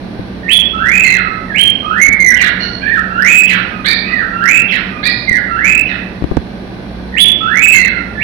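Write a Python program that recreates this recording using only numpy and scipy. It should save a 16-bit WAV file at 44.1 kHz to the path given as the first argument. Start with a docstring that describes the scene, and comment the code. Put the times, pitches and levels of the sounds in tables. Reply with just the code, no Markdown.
"""Cockatiel in a tiled room

A caged cockatiel sings in a small, echoing room: rising chirps, long slurred whistles, rasps and squawks.
Each note is a gesture of pitch and level: a lead-in, a glide and a hold, voiced as a few wavering harmonics.
The right microphone port overloads on the song; the left faces away, hearing it later and duller.
Behind it lie a motor's hum of wavering tones and filtered-noise room air and microphone hiss.
A hand bumps the camera now and then: damped sine thuds, stronger at one port or the other."""
import sys
import numpy as np
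from scipy import signal
from scipy.fft import rfft, irfft, next_fast_len
from scipy.io import wavfile
from scipy.ndimage import uniform_filter1d, map_coordinates

SR = 44100
rng = np.random.default_rng(int(sys.argv[2]) if len(sys.argv) > 2 else 0)


def output_pcm(signal):
    """Save a mono or channel-first signal as 16-bit PCM at the path in sys.argv[1].

    Samples are clipped to [-1, 1] before scaling.
    """
    pcm = np.clip(np.atleast_2d(signal).T, -1, 1) * 32767
    wavfile.write(sys.argv[1], SR, np.round(pcm).astype(np.int16))


N = 362943
HISS_TOP_HZ = 15800  # upper edge of the room air and the microphone hiss


def amp(db):
    """Decibels to gain."""
    return 10 ** (np.asarray(db) / 20)


def unit(x):
    """Scale to rms 1."""
    return x / np.sqrt(np.mean(x ** 2) + 1e-20)


def along(points, hz):
    """Read (f/Hz, value) points on a log frequency axis."""
    f, v = np.transpose(points)
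    return np.interp(np.log(hz + 1), np.log(f + 1), v)


def wobble(rate, size):
    """A smooth random curve with rate knots a second."""
    knots = rng.standard_normal(int(N * rate / SR) + 4)
    return map_coordinates(knots, [np.arange(size) * rate / SR])


def filtered(x, response):
    """Shape the spectrum of x by a response given as a function of frequency."""
    m = next_fast_len(N + SR // 2)
    spectrum = rfft(x, m) * response(np.fft.rfftfreq(m, 1 / SR))
    return irfft(spectrum, m)[..., :N]


def add(track, s, sound):
    """Mix a stereo sound into the track at time s."""
    part = track[:, max(round(s * SR), 0):][:, :sound.shape[1]]
    part += sound[:, :part.shape[1]]


# Colour of the room air, before its overall level is set: f/Hz, relative level/dB per Hz
AIR_COLOUR = [(15, -46), (25, -11), (49, -8.5), (87, -11.5), (117, -3), (152, -13), (184, -1), (391, -11),
              (435, -13.5), (698, -15), (1390, -28.5), (1510, -21), (2940, -30.5), (3350, -33),
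              (4240, -31.5), (5510, -47), (9330, -120)]
# Likeness of the air at the two ports: f/Hz, correlation (-1 to 1)
AIR_LIKENESS = [(60, 0.29), (140, 1), (320, 0.78), (720, 0.42), (1650, -0.15), (3790, -0.036)]
# Balance of the air between the ports: f/Hz, left minus right level/dB
AIR_BALANCE = [(60, -5.5), (95, -2), (150, -3.5), (240, -2.0), (380, -5), (600, -4.5), (950, -6.5),
               (1510, -10.5), (2390, 8), (3790, -9.5)]


def air(level_db):
    """Steady room rumble and hiss: noise shared by both ports in the low mids, separate in the treble."""
    def colour(hz):
        # half the angle whose cosine is the likeness sets the mid and side gains
        turn = np.arccos(np.clip(along(AIR_LIKENESS, hz), -1, 1)) / 2
        return amp(along(AIR_COLOUR, hz)) * (hz < HISS_TOP_HZ) * [np.cos(turn), np.sin(turn)]

    def lean(hz):
        return amp(np.outer([.5, -.5], along(AIR_BALANCE, hz)))

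    mid, side = filtered(rng.standard_normal((2, N)), colour)
    ports = np.array([mid + side, mid - side])
    return amp(level_db) * unit(filtered(ports, lean))


# Colour of the microphone hiss, before each port's level is set: f/Hz, relative level/dB per Hz
HISS_COLOUR = [(4000, -28), (5400, 15), (6300, 3.5), (7500, -7), (9500, 5), (12000, -5.5), (15500, -9)]


def hiss(left_db, right_db):
    """Each microphone port has its own faint, steady noise."""
    noise = filtered(rng.standard_normal((2, N)), lambda hz: amp(along(HISS_COLOUR, hz)) * (hz < HISS_TOP_HZ))
    return amp([[left_db], [right_db]]) * unit(noise)


def drone(lines, unsteady):
    """Steady tones with random wavering of strength and phase."""
    t = np.arange(N) / SR
    total = 0
    for hz, db, waver_hz in lines:
        waver = 1 + unsteady * (wobble(waver_hz, N) + 1j * wobble(waver_hz, N))
        tone = np.real(waver * np.exp(2j * np.pi * hz * t))
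        total = total + amp(db) * unit(tone)
    return total


# Low hum of the motor, before the port gains: f/Hz, level/dB, waver rate/Hz
MOTOR_HUM = [(60.7, -36.5, 3.16), (186.8, -31.5, 10), (268, -52, 33)]
# Thin whine above the hum, before the port gains: f/Hz, level/dB, waver rate/Hz
MOTOR_WHINE = [(1184, -49, 12), (3305, -55, 30), (3429, -55, 30), (4081, -56, 60), (5640, -69, 160)]


def motor():
    """A motor in the room hums almost alike at both ports and whines mostly at the right one."""
    hum = drone(MOTOR_HUM, unsteady=0.61) * amp([[-1], [1]])
    whine = drone(MOTOR_WHINE, unsteady=0.37) * amp([[-14], [0]])
    return hum + whine


# Knocks on the camera: t/s, left level/dB, right level/dB
BUMPS = [(0.195, -10, -35), (2.091, -10, -34), (5.312, -8.5, -23.5), (6.223, -4.5, -19), (6.241, 6.5, -23),
         (6.314, 0.5, -39), (6.319, -2, -27), (6.369, -13, 17)]
# Resonances of the camera body: f/Hz, relative level/dB, t60/s
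CAMERA_BODY = [(72, -16, .1), (132, 4, 0.022), (283, 8.5, 0.016), (508, -9.5, 0.017), (983, -6, 0.0074)]


def bumps():
    """A finger knocks the camera beside one port or the other: damped body resonances make a dull thud."""
    track, t = np.zeros((2, N)), np.arange(SR // 5) / SR
    soft_contact = 1 - np.exp(-t / 0.00073)
    for s, left_db, right_db in BUMPS:
        # each knock detunes the resonances a little
        detune = 1 + 0.03 * rng.standard_normal(len(CAMERA_BODY))
        thud = np.zeros(len(t))
        for (hz, db, t60), k in zip(CAMERA_BODY, detune):
            thud += amp(db - 60 * t / t60) * np.sin(2 * np.pi * hz * k * t)
        add(track, s, amp([[left_db], [right_db]]) * thud * soft_contact)
    return track


def gesture(s, lead_s, glide_s, hold_s, from_hz, to_hz, db, lead_hz=0, hold_hz=0, ease=1,
            swell_db=0, accent_db=0, step_db=0, late=1, fade_db=0):
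    """Rows of (t/s, f/Hz, level/dB) for a note: the lead-in drifts by lead_hz and swells by swell_db;
    the glide starts with an accent, moves the pitch (ease over 1: fast at first) and
    steps the level to db (late over 1: mostly at its end); the hold drifts by hold_hz and fades."""
    edges = np.cumsum(np.abs([0, lead_s, glide_s, hold_s]))
    t = np.linspace(0, edges[-1], num=200)
    # progress through each stage, 0 to 1
    lead, glide, hold = (np.interp(t, edges[k:k + 2], [0, 1]) for k in range(3))
    glide_hz = (to_hz - from_hz) * (1 - (1 - glide) ** ease)
    hz = from_hz + lead_hz * (lead - 1) + glide_hz + hold_hz * hold
    accent = -accent_db * (lead < 1)
    level = db + swell_db * (lead - 1) + accent + step_db * (glide ** late - 1) - fade_db * hold
    return np.column_stack([s + t, hz, level])


def soft_notes(rows, attack_s, hold_s, release_s, sag_hz, depth_db):
    """Notes on one pitch that swell, hold and sag as they fade."""
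    return [gesture(s, attack_s, hold_s, release_s, hz, hz, db,
                    hold_hz=-sag_hz, swell_db=depth_db, fade_db=depth_db)
            for s, hz, db in rows]


# Faint low whistles before the squawks: t/s, f/Hz, level/dB
LOW_NOTES = [(3.71, 1239, -21.5), (4.9, 1227, -22)]


def low_notes():
    """Faint steady whistles that swell and fade."""
    return soft_notes(LOW_NOTES, attack_s=0.017, hold_s=0.041, release_s=0.036, sag_hz=15, depth_db=3.5)


# Soft throaty churrs around the start of a falling note: t/s, f/Hz, level/dB
CHURRS = [(2.81, 793, -20), (4.04, 622, -18)]


def churrs():
    """Low throaty notes with a quick start and a slower release."""
    return soft_notes(CHURRS, attack_s=0.0066, hold_s=0.052, release_s=0.045, sag_hz=11, depth_db=9)


# A soft nasal peep: t/s, f/Hz, level/dB
PEEPS = [(2.595, 1445, -13)]


def peeps():
    """A short note that swells and sags as it fades."""
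    return soft_notes(PEEPS, attack_s=0.016, hold_s=0.028, release_s=0.034, sag_hz=29, depth_db=10.5)


# Reedy falling answers to a whistle: t/s, knee f/Hz, fall/s, end f/Hz, knee level/dB, end level/dB
SLURS = [(1.041, 1921, .05, 1327, -9.5, -16), (7.73, 1960, .072, 1446, -8.5, -21.5)]


def slurs():
    """A loud start sags and weakens, drops by roughly a fourth and lingers softly at the bottom."""
    return [gesture(s, lead_s=.105, glide_s=fall_s, hold_s=.085, from_hz=knee_hz, to_hz=end_hz, db=end_db,
                    lead_hz=-200, hold_hz=-53, swell_db=-11.0, step_db=end_db - knee_db, fade_db=-0.5)
            for s, knee_hz, fall_s, end_hz, knee_db, end_db in SLURS]


# Hoarse falling notes: t/s, lead-in/s, f/Hz where the glide starts, level/dB where it ends
RASPS = [(2.355, .038, 2766, -1), (3.464, 0.016, 3072, -3), (4.681, .023, 3150, -6),
         (5.86, 0.0089, 2950, -12.5)]


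def rasps():
    """The voice swells abruptly on a high pitch, tumbles, and slides away downward."""
    return [gesture(s, lead_s, glide_s=.024, hold_s=.072, from_hz=start_hz, to_hz=2024, db=db,
                    lead_hz=-70, hold_hz=-720, swell_db=10.5, step_db=7.0, fade_db=16)
            for s, lead_s, start_hz, db in RASPS]


# Bright buzzing squawks: t/s, final pulse rate f/Hz, level/dB
SQUAWKS = [(3.844, 462.6, -3), (5.028, 485, -3)]


def squawks():
    """A buzz starts abruptly, speeds up and dies away."""
    return [gesture(s, lead_s=0.0123, glide_s=0.0248, hold_s=0.069, from_hz=.9 * rate_hz, to_hz=rate_hz,
                    db=db, lead_hz=48.7, ease=1.6, swell_db=10, step_db=2.5, fade_db=15.5)
            for s, rate_hz, db in SQUAWKS]


# Clear falling notes: t/s, lead-in/s, lead-in drift f/Hz, fall/s, knee f/Hz, end f/Hz,
# knee level/dB, end level/dB
FALLS = [(2.19, 0.1, -150, 0.03, 2006, 1510, 1.5, -10), (2.825, .098, 279.5, .056, 1891, 1311, -7, -10),
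         (4.11, 0.05, -81, 0.065, 1932, 1307, -8.5, -13.5),
         (5.274, .022, -60, .092, 2068, 1410, -1.5, -15.5)]


def falls():
    """A swelling tone tips over and falls ever faster toward the bottom of the voice, weakening as it goes."""
    return [gesture(s, lead_s, fall_s, hold_s=0.022, from_hz=knee_hz, to_hz=end_hz, db=end_db,
                    lead_hz=drift_hz, ease=.75, swell_db=6, step_db=end_db - knee_db, fade_db=13)
            for s, lead_s, drift_hz, fall_s, knee_hz, end_hz, knee_db, end_db in FALLS]


# Rising whistles: t/s, lead-in/s, climb/s, low f/Hz, top f/Hz, level/dB at the foot of the climb,
# top level/dB, fade over the hold/dB
WHISTLES = [(.732, 0.056, 0.16, 1332, 2520, -9.5, 1, 6.5), (1.825, .075, .118, 1279, 2167, -12, 2.5, 18.5),
            (3.1, .078, 0.12, 1389, 2519, -8.5, 3, 7.5), (4.325, 0.084, 0.11, 1383, 2576, -8, 1, 10),
            (5.475, .082, .12, 1360, 2556, -12, 2, 11), (7.405, 0.059, .156, 1337, 2558, -10, 1, 6)]


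def whistles():
    """A low lead-in swells, climbs evenly, bursts out on reaching the top and creeps on upward there."""
    return [gesture(s, lead_s, climb_s, hold_s=.125, from_hz=low_hz, to_hz=top_hz, db=top_db,
                    lead_hz=40, hold_hz=118.7, ease=0.96, swell_db=6.5, accent_db=0.5,
                    step_db=top_db - low_db, late=1.63, fade_db=fade_db)
            for s, lead_s, climb_s, low_hz, top_hz, low_db, top_db, fade_db in WHISTLES]


# High chirps: t/s, lead-in/s, lead-in sag f/Hz, leap/s, low f/Hz, top f/Hz, top level/dB
CHIRPS = [(.432, 0.047, 98.6, 0.054, 1782, 3339, 3.5), (1.482, 0.053, 261, 0.078, 1608, 3216, 2.5),
          (7.125, .037, 69.3, .052, 1808, 3451, 6), (8.149, 0.043, 149.5, 0.071, 1676, 3136, 3.5)]


def chirps():
    """A soft, sagging lead-in, then a quick accented leap of about an octave to a loud top."""
    return [gesture(s, lead_s, leap_s, hold_s=.062, from_hz=low_hz, to_hz=top_hz, db=db,
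                    lead_hz=-sag_hz, hold_hz=-52, ease=1.9, swell_db=2.0, accent_db=5.5,
                    step_db=14.5, late=0.94, fade_db=13.5)
            for s, lead_s, sag_hz, leap_s, low_hz, top_hz, db in CHIRPS]


# What throat and beak let through: f/Hz, level/dB
THROAT = [(4400, -2), (4900, -10.5), (5200, -0.5), (6000, -13), (7000, -39), (10000, -50)]


def syrinx(note, overtones_db, dull_db, jitter, shimmer_db, flutter_hz, buzz):
    """A gliding tone fluttering in pitch and strength; overtones dull by dull_db an octave above 2700 Hz."""
    s, hz, db = np.transpose(note)
    t = np.arange(s[0], s[-1], 1 / SR)
    glide = uniform_filter1d(np.interp(t, s, hz), size=400)
    pitch = glide * (1 + jitter * wobble(flutter_hz, len(t)))
    # in nasal and hoarse notes a second, slow vibration swings the phase by buzz radians, adding side bands
    slow_hz = 430 * (1 + 0.064 * wobble(132.6, len(t)))
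    swing = buzz * np.sin(2 * np.pi * np.cumsum(slow_hz) / SR)
    phase = 2 * np.pi * np.cumsum(pitch) / SR + swing
    tone = np.sin(phase)
    for k, level in enumerate(overtones_db, 2):
        octaves_up = np.log2(np.maximum(k * pitch / 2700, 1))
        tone = tone + amp(level - dull_db * octaves_up) * np.sin(k * phase)
    fade = np.clip(np.minimum(t - t[0], t[-1] - t) / 0.0018, 0, 1)
    strength = amp(np.interp(t, s, db) + shimmer_db * wobble(flutter_hz, len(t)))
    voiced = unit(tone) * fade * strength
    throat = amp(along(THROAT, np.fft.rfftfreq(SR, 1 / SR)))
    return irfft(rfft(voiced, SR) * throat, SR)[:len(t)]


# Reverberation of the tiles: f/Hz, t60/s
TILES = [(1000, 0.81), (2000, 0.68), (3200, 0.59), (5000, 0.75), (10000, 0.15)]


def room(x, tail_db):
    """Direct sound, quick echoes and a long tail; random echo paths are drawn anew for each note."""
    hz, t, z = signal.stft(rng.standard_normal((2, SR)), SR, nperseg=256)
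    decay = amp(-60 * t / along(TILES, hz)[:, None])
    tail = signal.istft(z * decay, SR, nperseg=256)[1][:, :SR]
    age = np.arange(SR) / SR
    early = amp(-6) * unit(rng.standard_normal((2, SR)) * amp(-60 * age / .13))
    build_up = 1 - np.exp(-age / 0.0068)
    paths = (amp(tail_db) * unit(tail * build_up) + early) / np.sqrt(SR)
    # the direct sound reaches the left port 17 samples after the right
    paths[[0, 1], [17, 0]] += amp(-4.5)
    return signal.fftconvolve(x[None], paths, axes=1)


# A squawk's harmonics 2 to 11 over its weak fundamental, in two humps: level/dB
SQUAWK_OVERTONES_DB = [-2.5, 10.5, 28, 28, 2, 8, 24, 24, 26, -2]
# The song as it reaches the left port, which faces away: f/Hz, level/dB
SHADOW = [(1200, -11), (2000, -17), (2700, -17.5), (3400, -23.5), (4500, -21), (7000, -19)]


def cockatiel():
    """The kinds of note differ in overtones and hoarseness; the left port hears them late and shadowed."""
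    # jitter is a fraction of the pitch, buzz is in radians
    clear = dict(jitter=.014, shimmer_db=1.8, flutter_hz=160, buzz=0)
    reedy = dict(jitter=.019, shimmer_db=2, flutter_hz=320, buzz=0)
    harsh = dict(jitter=.019, shimmer_db=3.5, flutter_hz=380, buzz=0)
    nasal = dict(jitter=.03, shimmer_db=3, flutter_hz=380, buzz=.1)
    hoarse = dict(jitter=.05, shimmer_db=3.5, flutter_hz=400, buzz=.33)
    kinds = [(low_notes(), clear, dict(overtones_db=[-4], dull_db=0)),
             (churrs(), nasal, dict(overtones_db=[13, 20, 18], dull_db=56)),
             (peeps(), nasal, dict(overtones_db=[1, 12, 0], dull_db=9.5)),
             (slurs(), reedy, dict(overtones_db=[-12.5], dull_db=9)),
             (rasps(), hoarse, dict(overtones_db=[-5, -22], dull_db=15.5)),
             (squawks(), harsh, dict(overtones_db=SQUAWK_OVERTONES_DB, dull_db=-0.5)),
             (whistles(), clear, dict(overtones_db=[-14], dull_db=54.5)),
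             (chirps() + falls(), clear, dict(overtones_db=[-17], dull_db=29.5))]
    song = np.zeros((2, N))
    for notes, texture, colour in kinds:
        for note in notes:
            start_s = note[0][0]
            voice = syrinx(note, **texture, **colour)
            add(song, start_s, room(voice, tail_db=-2.5))
    left = filtered(song[0], lambda hz: amp(along(SHADOW, hz)))
    return np.array([left, song[1]])


def scene():
    """Room air, microphone hiss and motor behind the bumps and the song."""
    background = air(level_db=-26.0) + hiss(left_db=-59.5, right_db=-53.0) + motor()
    return background + bumps() + cockatiel()


def record(dry):
    """The right port's loud song clips flat at full scale; the sound has no content above 16.8 kHz."""
    clipped = np.clip(dry, -1, 1)
    return filtered(clipped, lambda hz: hz < 16800)


dry = scene()
out = record(dry)
output_pcm(out)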